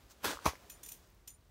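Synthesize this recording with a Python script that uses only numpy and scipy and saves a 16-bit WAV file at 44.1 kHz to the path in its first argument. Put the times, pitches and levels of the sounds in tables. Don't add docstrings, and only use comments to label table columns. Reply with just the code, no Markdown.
import sys
import numpy as np
from scipy import signal
from scipy.fft import rfft, irfft
from scipy.io import wavfile
from scipy.ndimage import uniform_filter1d

SR = 44100
rng = np.random.default_rng(int(sys.argv[2]) if len(sys.argv) > 2 else 0)


def wrap_up_sound(samples):
    columns = np.atleast_2d(samples).T
    tamed = np.clip(columns, -1, 1)
    steps = np.round(tamed * 32767).astype(np.int16)
    wavfile.write(sys.argv[1], SR, steps)


N = 66150
TIME = np.arange(N) / SR

# time in seconds, level in dB.
AIR_LEVEL = [(0, -65), (.3, -67), (.6, -61.5), (.92, -64.5), (1.1, -68.5), (1.3, -72.5), (1.5, -71.5)]
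EARLY_BRUSH_LEVEL = [(.08, -92), (.098, -65), (.115, -55.5), (.15, -77)]
SCRAPE_LEVEL = [(.17, -83), (.226, -60.5), (.241, -42.5), (.247, -32.5), (.275, -36), (.312, -38.5),
                (.345, -46.5), (.40, -61), (.44, -54.5)]
SPRAY_LEVEL = [(.228, -67), (.251, -39.5), (.275, -50.5), (.32, -74)]
CRUNCH_LEVEL = [(.436, -65.5), (.448, -44), (.454, -46.5), (.4575, -30), (.468, -32), (.481, -37),
                (.50, -44), (.53, -57), (.57, -62.5)]
COLLAPSE_LEVEL = [(.452, -63), (.458, -30), (.474, -34.5), (.488, -51), (.51, -79.5)]
LATE_BRUSH_LEVEL = [(.97, -80), (1.04, -71), (1.13, -86)]
# frequency in Hz, relative spectral density in dB.
AIR_SPECTRUM = [(100, -5.5), (350, -2), (700, -5), (1400, -8.5), (2600, -12.5), (6000, -15.5),
                (10000, -20.5), (16000, -20)]
RUMBLE_SPECTRUM = [(20, -34.5), (40, 1), (60, -0.5), (90, -4.5), (150, -14.5), (400, -24.5), (2000, -81.5)]
BRUSH_SPECTRUM = [(100, -23), (1200, 6), (2500, -3.5), (4500, 2), (7000, 3.5), (10500, -10), (14000, -4),
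                  (16000, -2.5)]
SCRAPE_SPECTRUM = [(40, -33.5), (150, -10), (230, -3.5), (700, -6), (1100, -1.5), (1700, -3.5),
                   (2100, -8.5), (3500, -6.5), (8000, -13), (12000, -19.5), (16000, -19)]
SPRAY_SPECTRUM = [(3000, -26.5), (8000, -21), (11500, 17), (16000, 5.5)]
CRUNCH_SPECTRUM = [(40, -15.5), (130, -12), (500, -9.5), (750, -3), (1100, -2), (1900, -8), (2500, -9.5),
                   (4600, -13), (6000, -9), (8000, -20), (11000, -16), (16000, -24.5)]
TICK_SPECTRUM = [(2000, -27.5), (7000, -4.5), (10500, -6), (13500, 2), (16000, 1)]
COLLAPSE_SPECTRUM = [(40, -10), (120, -2.5), (330, -1), (500, -3), (720, -6.5), (1200, -19), (4000, -41)]
CLINK_SPECTRUM = [(400, -16), (1300, -17), (2100, -7), (3500, -3), (4800, -8), (6100, 3), (7800, -6.5),
                  (9000, 2.5), (10700, -8.5), (13000, 3.5), (16000, -7.5)]
# frequency in Hz, bandwidth in Hz, gain in dB.
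SCRAPE_MODES = [(305, 48, -1), (439, 150, -10), (557, 38.6, 4), (958, 95, -1.5), (1425, 33, 1.5),
                (1660, 27, 3), (2534, 48, -5)]
CRUNCH_MODES = [(1008, 86, -2.5), (1125, 34, -9), (2334, 48, 1), (2406, 51.1, -6.5)]
# start in seconds, peak level in dB, frequency in Hz, rise time in seconds.
ICE_KNOCKS = [(.2432, -27.5, 1150, .001), (.2478, -29, 1050, .0012), (.2510, -31, 405, 0.0041),
              (.3325, -33.5, 650, .0009), (.3712, -39, 1200, .0015), (.3895, -37.5, 1250, .001),
              (.4612, -15.5, 1050, .0016), (.4775, -24.5, 950, .0014), (.5335, -41, 520, .0012),
              (.5542, -44.5, 2000, .0008)]
SHEET_THUDS = [(.262, -46.5, 92, 0.0077), (.345, -52, 60, 0.012), (.468, -30.5, 69.1, 0.0082)]
WATER_PLOPS = [(.618, -63, 713, 0.013), (.650, -61.5, 407, 0.011)]
# start in seconds, level in dB.
FAINT_TICKS = [(.4470, -59), (.5545, -59), (0.73, -60), (1.073, -62), (1.101, -60.5), (1.146, -61)]
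# start in seconds, contact gain in dB, ring gain in dB, tilt in dB per octave.
GEAR_CLINKS = [(0.6995, -44.5, -59.5, -.3), (0.8336, -45, -56.5, -0.2), (.8620, -46, -59, -0.2),
               (0.8881, -43, -58, 1.1), (0.9189, -42, -65.5, 0.7), (1.2772, -46, -57, -1)]
# offset in seconds, relative level in dB.
CLINK_CHATTER = [(-.0025, -6), (0, 0.5), (.003, -1.5)]
METAL_MODE_HZ = [6105, 7018, 7108, 9378, 9408, 12040, 12900, 13950]
# relative level in dB, time to fall 60 dB in seconds.
METAL_MODE_DECAYS = [(-1, 0.18), (3.5, 0.29), (-2.5, 0.23), (-1, 0.78), (-3, 0.27), (-27, .1), (-15, 0.15),
                     (1, 0.14)]
# start in seconds, level in dB, frequency in Hz.
GEAR_PINGS = [(0.7014, -57.5, 2520), (.8335, -59.5, 3520), (0.8882, -62, 2490)]


def from_db(db):
    return 10 ** (np.asarray(db) / 20)


def unit_power(x):
    return x / np.sqrt(np.mean(x ** 2) + 1e-20)


def coloured(x, spectrum):
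    hz, db = np.transpose(spectrum)
    bin_hz = np.fft.rfftfreq(N, 1 / SR) + 1
    gain = from_db(np.interp(np.log(bin_hz), np.log(hz), db))
    return unit_power(irfft(rfft(x) * gain, N))


def noise(spectrum):
    return coloured(rng.standard_normal(N), spectrum)


def decay(start, t60_s):
    return (TIME >= start) * from_db(-60 * np.maximum(TIME - start, 0) / t60_s)


def resonate(x, hz, width_hz):
    radius = np.exp(-np.pi * width_hz / SR)
    feedback = [1, -2 * radius * np.cos(2 * np.pi * hz / SR), radius ** 2]
    return signal.lfilter(np.array([1, 0, -1]) * (1 - radius ** 2) / 2, feedback, x)


def damped_notes(rows, sharpness):
    out = np.zeros(N)
    for start, db, hz, rise in rows:
        age = np.maximum(TIME - start, 0)
        envelope = (age / rise * np.exp(1 - age / rise)) ** sharpness
        out += from_db(db) * envelope * np.sin(2 * np.pi * hz * age)
    return out


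def outdoors():
    hiss = from_db(np.interp(TIME, *np.transpose(AIR_LEVEL))) * noise(AIR_SPECTRUM)
    return hiss + from_db(-64.5) * noise(RUMBLE_SPECTRUM)


def breaking_grains(levels, spectrum, modes=(), grains_per_s=3300, powder_gain=.45):
    snaps = rng.choice([-1, 1], N) * (rng.random(N) < grains_per_s / SR)
    powder = powder_gain * rng.standard_normal(N)
    grit = coloured(unit_power(snaps) + powder, spectrum)
    ringing = sum(from_db(db) * resonate(grit, hz, width) for hz, width, db in modes)
    force = from_db(np.interp(TIME, *np.transpose(levels), left=-140, right=-140))
    return force * unit_power(grit + ringing)


def brushes():
    early = breaking_grains(EARLY_BRUSH_LEVEL, BRUSH_SPECTRUM)
    return early + breaking_grains(LATE_BRUSH_LEVEL, BRUSH_SPECTRUM)


def near_surfaces(x, gain_db=-14, low_cut_hz=630):
    response = rng.standard_normal(N) * decay(0.0015, t60_s=.12)
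    response = signal.sosfilt(signal.butter(2, low_cut_hz, "high", fs=SR, output="sos"), response)
    return from_db(gain_db) * signal.fftconvolve(x, response / np.linalg.norm(response))[:N]


def scrape():
    grit = breaking_grains(SCRAPE_LEVEL, SCRAPE_SPECTRUM, SCRAPE_MODES)
    return grit + breaking_grains(SPRAY_LEVEL, SPRAY_SPECTRUM)


def knocks():
    return damped_notes(ICE_KNOCKS, sharpness=2.7)


def thuds():
    return damped_notes(SHEET_THUDS, sharpness=1.3)


def crunch():
    grit = breaking_grains(CRUNCH_LEVEL, CRUNCH_SPECTRUM, CRUNCH_MODES)
    return grit + breaking_grains(COLLAPSE_LEVEL, COLLAPSE_SPECTRUM)


def ticks():
    envelope = sum(from_db(db) * decay(start, t60_s=.014) for start, db in FAINT_TICKS)
    return envelope * noise(TICK_SPECTRUM)


def plops():
    return damped_notes(WATER_PLOPS, sharpness=1)


def metal_ring(start, strike_spread_db=1.5, flutter_depth=.26, damped_after_s=.084):
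    modes = np.zeros(N)
    for hz, (db, t60_s) in zip(METAL_MODE_HZ, METAL_MODE_DECAYS):
        strength = from_db(db + strike_spread_db * rng.standard_normal())
        modes += strength * decay(start, t60_s) * np.sin(2 * np.pi * (hz * TIME + rng.random()))
    flutter = 1 + flutter_depth * unit_power(uniform_filter1d(rng.standard_normal(N), size=250))
    damping = np.exp(-((TIME - start) / damped_after_s) ** 4)
    return modes * flutter * damping


def clinks(contact_t60_s=.014, choke_t60_s=.04):
    contacts, rings = np.zeros(N), np.zeros(N)
    for start, contact_db, ring_db, tilt in GEAR_CLINKS:
        chatter = sum(from_db(db) * decay(start + offset, contact_t60_s) for offset, db in CLINK_CHATTER)
        diffuse_tail = from_db(-7) * decay(start, t60_s=.18)
        envelope = np.hypot(chatter, diffuse_tail)
        spectrum = [(hz, db + tilt * np.log2(hz)) for hz, db in CLINK_SPECTRUM]
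        contacts += from_db(contact_db) * envelope * noise(spectrum)
        rings *= (TIME < start) + decay(start, choke_t60_s)
        rings += from_db(ring_db) * metal_ring(start)
    return contacts + rings


def pings():
    return sum(from_db(db) * decay(start, t60_s=.13) * np.sin(2 * np.pi * hz * (TIME - start))
               for start, db, hz in GEAR_PINGS)


def scene():
    ice = brushes() + scrape() + knocks() + crunch()
    gear = clinks() + pings()
    return (outdoors() + ice + near_surfaces(ice) + thuds() + ticks() + plops() + gear)[None]


def record(dry, low_cut_hz=38, high_cut_hz=15750):
    dry = signal.sosfilt(signal.butter(2, low_cut_hz, "high", fs=SR, output="sos"), dry)
    return signal.sosfilt(signal.ellip(12, .2, 80, high_cut_hz, fs=SR, output="sos"), dry)


dry = scene()
out = record(dry)
wrap_up_sound(out)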